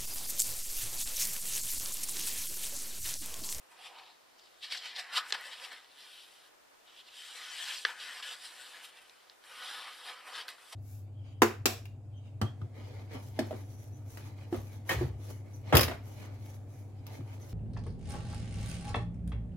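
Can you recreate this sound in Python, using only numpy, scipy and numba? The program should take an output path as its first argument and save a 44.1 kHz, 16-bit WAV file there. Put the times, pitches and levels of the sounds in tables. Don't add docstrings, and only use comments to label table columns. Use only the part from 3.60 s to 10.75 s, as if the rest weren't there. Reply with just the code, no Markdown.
import sys
import numpy as np
from scipy import signal
from scipy.fft import rfft, irfft
from scipy.io import wavfile
from scipy.ndimage import uniform_filter1d
from numba import njit

SR = 44100
rng = np.random.default_rng(int(sys.argv[2]) if len(sys.argv) > 2 else 0)


def unload_audio(sound):
    columns = np.transpose(np.atleast_2d(sound))
    steps = np.round(np.clip(columns, -1, 1) * 32767)
    wavfile.write(sys.argv[1], SR, steps.astype(np.int16))


N = 315315


def rubbing():
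    # (time [s], drum pitch [Hz], drum ring level [dB], slip pitch [Hz], slip ring level [dB])
    hand_hollow = [(0, 850, 2, 3200, -5), (.25, 810, 9.5, 3200, 7), (.55, 880, 5, 4370, 12),
                   (.82, 990, -1, 4700, 9), (1.03, 1850, 6, 3450, -4), (1.4, 1920, 5.5, 4160, -13),
                   (1.58, 1250, 17.5, 3260, -5), (1.75, 1800, -3.5, 3380, 1.5), (2.5, 1520, 1, 3300, 4),
                   (3.7, 1480, 8, 3420, 13), (4.6, 1580, 5.5, 3070, -6), (4.87, 1620, 2, 3900, 3),
                   (5.25, 1600, -5, 3100, 13), (6.3, 1340, -3, 3400, 5), (6.8, 1230, -1, 3200, -5.5),
                   (6.92, 1970, -12.5, 3860, 2.5), (7.15, 890, 1, 3120, -6)]
    # (time [s], pitch [Hz])
    hiss_pitch = [(0, 8600), (1.6, 7640), (2.5, 9900), (3.4, 8100), (4.1, 7300), (5.8, 9800), (7.15, 8700)]
    t = np.arange(N) / SR
    coarse_t = t[::32]
    slip_gain, drum_gain, hiss_gain = (np.interp(t, coarse_t, gain) for gain in hand_effort(coarse_t))
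    drum_hz, drum_ring_db, slip_hz, slip_ring_db = follow(hand_hollow, t)
    hiss_hz, = follow(hiss_pitch, t)
    paper = apply_tone(fibre_slips(N, per_s=9000, spread_db=1.5), paper_tone_db)
    paper = bending(paper, bins=3, frames=8, spread_db=2.5)
    paper = bending(paper, bins=24, frames=10, spread_db=1.1)
    drum = add_ring(band(paper, 289, 2604, order=3), drum_hz, width=0.31, ring_db=drum_ring_db)
    slip = add_ring(band(paper, 2080, 6940, order=3), slip_hz, width=0.4, ring_db=slip_ring_db)
    hiss = add_ring(band(paper, 6060, 14000, order=3), hiss_hz, width=0.46, ring_db=10)
    drum = drum * drum_gain * undb(0.83 * waver(30))
    slip = slip * slip_gain * undb(0.46 * waver(30))
    hiss = hiss * hiss_gain * undb(0.73 * waver(30))
    return (drum + slip + hiss) * undb(0.81 * waver(45))


def hand_effort(t):
    # (time [s], slip level [dB], drum above slip [dB], hiss above slip [dB])
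    moves = [
        [(0, -81, 14, 4), (.1, -79, 4, -1), (.2, -63, 4, -8), (.37, -60, 3.5, -18), (.5, -60, -1, -19),
         (.57, -73.5, -2, -16), (.75, -71.5, -1, -11)],
        [(.85, -67, -7, -14), (1.0, -68, -8, -8), (1.07, -55, -1.5, -13), (1.33, -59, 5.5, -18),
         (1.46, -56, 6.5, -13), (1.63, -56, 9, -17), (1.77, -49, 2.5, -15), (1.97, -56, -1.5, -13),
         (2.13, -55.5, -0.5, -13.5), (2.28, -65, -3, -15)],
        [(2.35, -61.5, -6, -10), (2.41, -53, -8.5, -11), (2.6, -55, -11, -10), (2.66, -60, -9, -7),
         (2.88, -63, -6, -8), (2.92, -78.5, 4, -8)],
        [(3.24, -79, 0, -10), (3.3, -66, -10, -16), (3.44, -66, -10, -18), (3.57, -52, -10, -7),
         (3.81, -50, -3, -7), (4.11, -39, -8, -8), (4.24, -51, -11, -5.5), (4.36, -56.5, 4, -7.5),
         (4.43, -48, -1, -8), (4.59, -46, -3, -9.5), (4.62, -54.5, -1, -7), (4.78, -59, 3, -6),
         (5.0, -57.5, 0, -3), (5.24, -57.5, -4, -10.5), (5.31, -69, -4, -12), (5.69, -69, -2, -11),
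         (5.79, -79, 6, 1)],
        [(5.83, -67, -6, -9), (5.845, -59, 2, -7), (6.08, -43, -3.5, -11.5), (6.29, -49, 0, -13),
         (6.38, -54, -2, -8), (6.58, -55, 1, -15), (6.64, -60, 3, -17), (6.71, -54, 1, -11),
         (6.86, -60, 7, -14), (6.98, -64, 1.5, -5), (7.11, -56, -4, -4), (7.15, -71, 0.5, -9)],
    ]
    # (peak time [s], slip level [dB], rise [s per 10 dB], hold [s],
    # fall [s per 10 dB], drum above slip [dB], hiss above slip [dB])
    swipes = [(.118, -64, .015, .01, .02, 2, -2), (.27, -47.5, .06, 0, 0.0248, -6.5, -11.5),
              (.39, -56.5, 0.06, 0, .05, -3.5, -15), (.79, -64, 0, 0, -0.1, -20, -20),
              (.864, -61.5, 0.04, 0, 0, -10, -13), (1.034, -42, .012, .01, .04, -14, -16),
              (1.122, -35, .015, 0.001, .05, -12, -13.5), (1.258, -39, 0.0358, 0.00092, 0.05, -9, -16.5),
              (1.356, -45, 0.01, 0.025, 0.04, -15, -19), (1.397, -40, 0.0272, 0.00083, .025, 1.5, -10.5),
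              (1.535, -43, .012, 0, .05, -2, -9), (1.572, -27.5, .02, .006, .017, -12, -12),
              (1.699, -52.5, .03, 0.0068, .01, 0, 1.5), (1.736, -40, .006, .017, .008, 4, -18),
              (1.86, -51.5, .08, 0.0075, .06, -4, -6.5), (1.933, -45, 0.0257, 0, .03, -4, -13.5),
              (2.047, -44, .06, 0.00072, .04, -3, -10.5), (2.118, -50, .008, .01, .06, -1, -13),
              (2.638, -58.5, .02, 0, 0.0347, -14, -14), (3.282, -60, .03, 0, .03, -8, -13),
              (3.385, -55, -0.06, .02, .02, -15, -13.5), (3.474, -55, .03, .02, 0, -14, -15),
              (3.782, -49, 0.05, 0, -0.04, -4, -6), (4.262, -46, .01, .045, .025, 2, -11),
              (4.406, -44.5, .02, 0, 0.06, -8, -16), (4.632, -45, .01, 0.099, .03, -5.5, -8.5),
              (4.858, -46, 0.07, 0, .06, -11, -8), (5.014, -51, 0.06, 0.0024, 0.03, -6.5, -6),
              (5.076, -52.5, 0.04, 0.0031, .07, -3, -8), (5.165, -51, 0.05, 0, 0.09, -2, -12),
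              (5.243, -52, .015, .01, .02, -7, -2.5), (5.28, -59, .01, .02, .01, -3, -4),
              (5.376, -55.5, -0.05, 0.0017, .045, -1, -10), (5.42, -66, .01, 0, .015, -3, 2),
              (5.454, -61, .025, 0.0026, .035, -8, -14), (5.506, -64, 0.1, 0, .15, -3, -9),
              (5.72, -62, .015, 0, .02, -3, -14), (6.473, -44.5, 0.0542, 0.026, .06, -2, -13.5),
              (6.674, -51, 0.03, 0, 0.08, 2, -8), (6.756, -40.5, 0.0232, .05, .024, -4, -16),
              (6.893, -47, -0.01, 0.00076, .035, 0, -8.5), (7.128, -43, .008, .004, .008, -5.5, -9)]
    slip_db, drum_db, hiss_db = follow(np.concatenate(moves), t)
    slip_power = undb(2 * slip_db)
    drum_power = slip_power * undb(2 * drum_db)
    hiss_power = slip_power * undb(2 * hiss_db)
    for peak_s, peak_db, rise, hold, fall, low_db, high_db in swipes:
        drop_db = 10 * np.maximum((peak_s - t) / abs(rise), (t - peak_s - hold) / abs(fall)).clip(0)
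        power = undb(2 * (peak_db - drop_db))
        slip_power += power
        drum_power += power * undb(2 * low_db)
        hiss_power += power * undb(2 * high_db)
    return np.sqrt([slip_power, drum_power, hiss_power])


def fibre_slips(samples, per_s, spread_db):
    chance, direction, size = rng.random((3, samples))
    strength = undb(-spread_db * np.log(1 - size))
    return (chance < per_s / SR) * np.sign(direction - .5) * strength


def paper_tone_db(hz):
    # (frequency [Hz], gain [dB])
    broad_tone = [(120, -78), (200, -15.5), (378, -20), (497, -12), (665, -11), (728, -7), (1030, -4.5),
                  (1350, -8), (1780, -3.5), (2170, -4.5), (3360, 0), (5390, -5.5), (6470, -21.5),
                  (9310, -18.5), (15500, -23)]
    # (frequency [Hz], width [Hz], gain [dB])
    rings = [(499.4, 38, 6), (635, 130, 0), (743, 25, 5), (1110, 87, 0), (1252, 23, 6.5), (1350, 31, 0),
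             (1482, 23, 5.5), (1703, 21, 2.5), (1946, 41, 3), (2140, 110, -0.5), (3050, 130, 4),
             (3480, 200, -2), (5380, 170, -4), (6400, 770, -0.5), (7620, 1300, 2.5)]
    rings_db = sum(db / (1 + (2 * (hz - centre) / width) ** 2) for centre, width, db in rings)
    return curve_db(broad_tone, hz) + rings_db


def bending(x, bins, frames, spread_db):
    spectrum = signal.stft(x, nperseg=1024, noverlap=768)[2]
    patches = uniform_filter1d(rng.standard_normal(spectrum.shape), bins, axis=0)
    patches = uniform_filter1d(patches, frames, axis=1)
    gain = undb(spread_db * patches / patches.std())
    return signal.istft(spectrum * gain, nperseg=1024, noverlap=768)[1][:len(x)]


def add_ring(x, hz, width, ring_db):
    ringing = x + undb(ring_db) * moving_band(x, hz, width)
    return ringing / np.sqrt(uniform_filter1d(ringing ** 2, SR // 3))


def scuffs():
    # (time [s], peak level [dB], pitch [Hz])
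    touches = [(0.116, -50.5, 850), (0.266, -41, 2800), (0.78, -53, 4570), (0.869, -53, 2940),
               (1.045, -37, 4200), (1.145, -31.5, 1850), (1.17, -31.5, 4270), (1.361, -31.5, 3860),
               (1.389, -30.5, 4500), (1.566, -36, 3540), (1.578, -20.5, 1310), (1.661, -41, 1430),
               (1.742, -30, 1750), (2.044, -38, 2960), (2.113, -39, 1900), (4.398, -36, 3520),
               (4.597, -35.5, 1520), (4.625, -33, 3050), (5.25, -48, 3160), (6.981, -48.5, 1270),
               (7.123, -44, 5000), (7.132, -39, 816)]
    rise_s, fall_s, samples = .0024, .007, 8192
    out, t = np.zeros(N + samples), np.arange(samples) / SR
    swell = (1 - np.exp(-t / rise_s)) * np.exp(-t / fall_s)
    for time_s, db, hz in touches:
        start = int(time_s * SR)
        cluster = fibre_slips(samples, per_s=7000, spread_db=3) * swell
        out[start:start + samples] += sheet_burst(cluster, hz, edge_ratio=1.22, broad_db=-1, peak_db=db)
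    return out[:N]


def snaps():
    # (time [s], high peak level [dB], high pitch [Hz], low above high [dB])
    buckles = [(0.387, -44, 4400, -16), (0.399, -46, 3180, -14), (0.435, -48, 3180, -18),
               (0.474, -53, 4120, -11), (0.796, -43, 4400, -28), (1.029, -38, 3250, -20),
               (1.109, -38.5, 3480, -11), (1.123, -27, 3370, -11), (1.705, -33, 3490, -2.5),
               (1.724, -12, 4300, -12), (1.999, -40, 3050, -18), (2.245, -46.5, 3000, -9),
               (4.25, -16.5, 3350, 0), (5.372, -44.5, 3150, -17), (5.385, -51, 3240, -8),
               (5.496, -41, 4000, -21), (5.698, -37, 3900, -18), (5.839, -47.5, 3570, -9),
               (6.882, -32, 3750, -6), (6.888, -33, 2950, -8)]
    low_hz, knock_db, samples = 1800, -21, 4096
    out, t = np.zeros(N + samples), np.arange(samples) / SR
    knock = set_peak(band(signal.unit_impulse(samples), 400, 570), knock_db)
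    for time_s, db, high_hz, low_db in buckles:
        fade_s = .007 + .022 * undb(low_db)
        push = 0.33 * rng.standard_normal(samples) * fade(t, fade_s)
        push[0] = 1
        push = band(push, 300, 6400)
        low_ring = set_peak(band(push, low_hz / 1.21, low_hz * 1.136), 0)
        high_ring = sheet_burst(push, high_hz, edge_ratio=1.28, broad_db=-6, peak_db=db)
        start = int(time_s * SR)
        out[start:start + samples] += high_ring + undb(db + low_db) * (low_ring + knock)
    return out[:N]


def sheet_burst(push, hz, edge_ratio, broad_db, peak_db):
    rustle = band(apply_tone(push, paper_tone_db, size=1024), 800, 9600)
    ring = band(push, hz / edge_ratio, hz * edge_ratio)
    return set_peak(set_level(ring, 0) + set_level(rustle, broad_db), peak_db)


def ticks():
    # (time [s], peak level [dB])
    releases = [(1.8108, -41), (2.1296, -46), (6.8808, -40), (6.889, -36), (6.8954, -49), (6.9034, -43),
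                (6.9094, -47)]
    out, samples = np.zeros(N), 256
    decay = np.exp(-np.arange(samples) / 25)
    for time_s, db in releases:
        start = int(time_s * SR)
        tick = band(rng.standard_normal(samples) * decay, 6700, 14500)
        out[start:start + samples] += set_peak(tick, db)
    return out


def stereo(rustle, accents):
    # (frequency [Hz], left minus right [dB])
    lean = [(200, -3), (1500, 1), (4000, 1.4), (8000, 0.8), (14000, -1.5)]
    # (frequency [Hz], gain [dB])
    apart = [(200, -31), (600, -5.5), (1400, -11), (3500, -18), (7000, 2), (14000, -9.5)]
    side = apply_tone(rustle, lambda hz: curve_db(apart, hz), size=1024) * waver(120)
    left = apply_tone(rustle + accents, lambda hz: curve_db(lean, hz) / 2, size=256)
    right = apply_tone(rustle + accents, lambda hz: -curve_db(lean, hz) / 2, size=256)
    return np.array([left + side, right - side])


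def room(channels):
    room_db, fade_s, bounce_s, bounce_db = -26, .24, .004, -22
    t = np.arange(int(.4 * SR)) / SR
    out = []
    for channel in channels:
        echo = band(rng.standard_normal(len(t)), 250, 6000) * fade(t, fade_s) * (t > .006)
        echo *= undb(room_db) / np.sqrt(np.sum(echo ** 2))
        echo[0] = 1
        echo[int(bounce_s * SR)] += undb(bounce_db)
        out.append(signal.oaconvolve(channel, echo)[:N])
    return np.array(out)


def background():
    # (frequency [Hz], relative level [dB])
    shared_tone = [(25, -10.5), (100, -11), (190, -9.5), (330, 0.5), (700, 4), (1200, 2.5), (2200, -2.5),
                   (4300, -5.5), (6500, -8), (9000, -10.5), (15500, -14.5)]
    # (frequency [Hz], relative level [dB])
    side_tone = [(25, 1.5), (100, -8.5), (250, -1), (500, 6), (1200, 2), (2400, -3), (4000, -6.5),
                 (8000, -10), (15500, -24)]
    shared = set_level(apply_tone(rng.standard_normal(N), lambda hz: curve_db(shared_tone, hz)), db=-66)
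    side = set_level(apply_tone(rng.standard_normal(N), lambda hz: curve_db(side_tone, hz)), db=-65)
    return np.array([shared + side, shared - side]) * undb(.5 * waver(3.7))


def undb(db):
    return 10 ** (np.asarray(db) / 20)


def set_level(x, db):
    return x * undb(db) / np.sqrt(np.mean(x ** 2))


def set_peak(x, db):
    return x * undb(db) / np.abs(x).max()


def fade(t, fade_s):
    return np.exp(-np.log(1000) * t / fade_s)


def waver(per_s):
    hold = int(SR / per_s)
    steps = np.repeat(rng.standard_normal(N // hold + 1), hold)
    return 0.69 * uniform_filter1d(uniform_filter1d(steps, hold), hold)[:N]


def follow(table, t):
    times, *columns = np.transpose(table)
    return [np.interp(t, times, column) for column in columns]


def curve_db(table, hz):
    table_hz, db = np.transpose(table)
    return np.interp(np.log(hz + 1), np.log(table_hz + 1), db)


def apply_tone(x, db_at, size=4096):
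    hz = np.arange(size // 2 + 1) * SR / size
    cepstrum = irfft(db_at(hz) * np.log(10) / 20)
    cepstrum[1:size // 2] *= 2
    cepstrum[size // 2 + 1:] = 0
    click_response = irfft(np.exp(rfft(cepstrum)))
    return signal.oaconvolve(x, click_response)[:len(x)]


def band(x, lo_hz, hi_hz, order=2):
    return signal.sosfilt(signal.butter(order, [lo_hz, hi_hz], "band", fs=SR, output="sos"), x)


@njit
def moving_band(x, hz, width):
    out, band_state, low_state = np.empty(len(x)), 0., 0.
    for i in range(len(x)):
        tuning = np.tan(np.pi * hz[i] / SR)
        passed = (band_state + tuning * (x[i] - low_state)) / (1 + tuning * (tuning + width))
        band_state = 2 * passed - band_state
        low_state += 2 * tuning * passed
        out[i] = width * passed
    return out


def scene():
    paper = stereo(rustle=rubbing(), accents=scuffs() + snaps() + ticks())
    return room(paper) + background()


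def record(dry):
    top_hz = 15450
    return signal.sosfilt(signal.ellip(10, .2, 80, top_hz, fs=SR, output="sos"), dry)


dry = scene()
out = record(dry)
unload_audio(out)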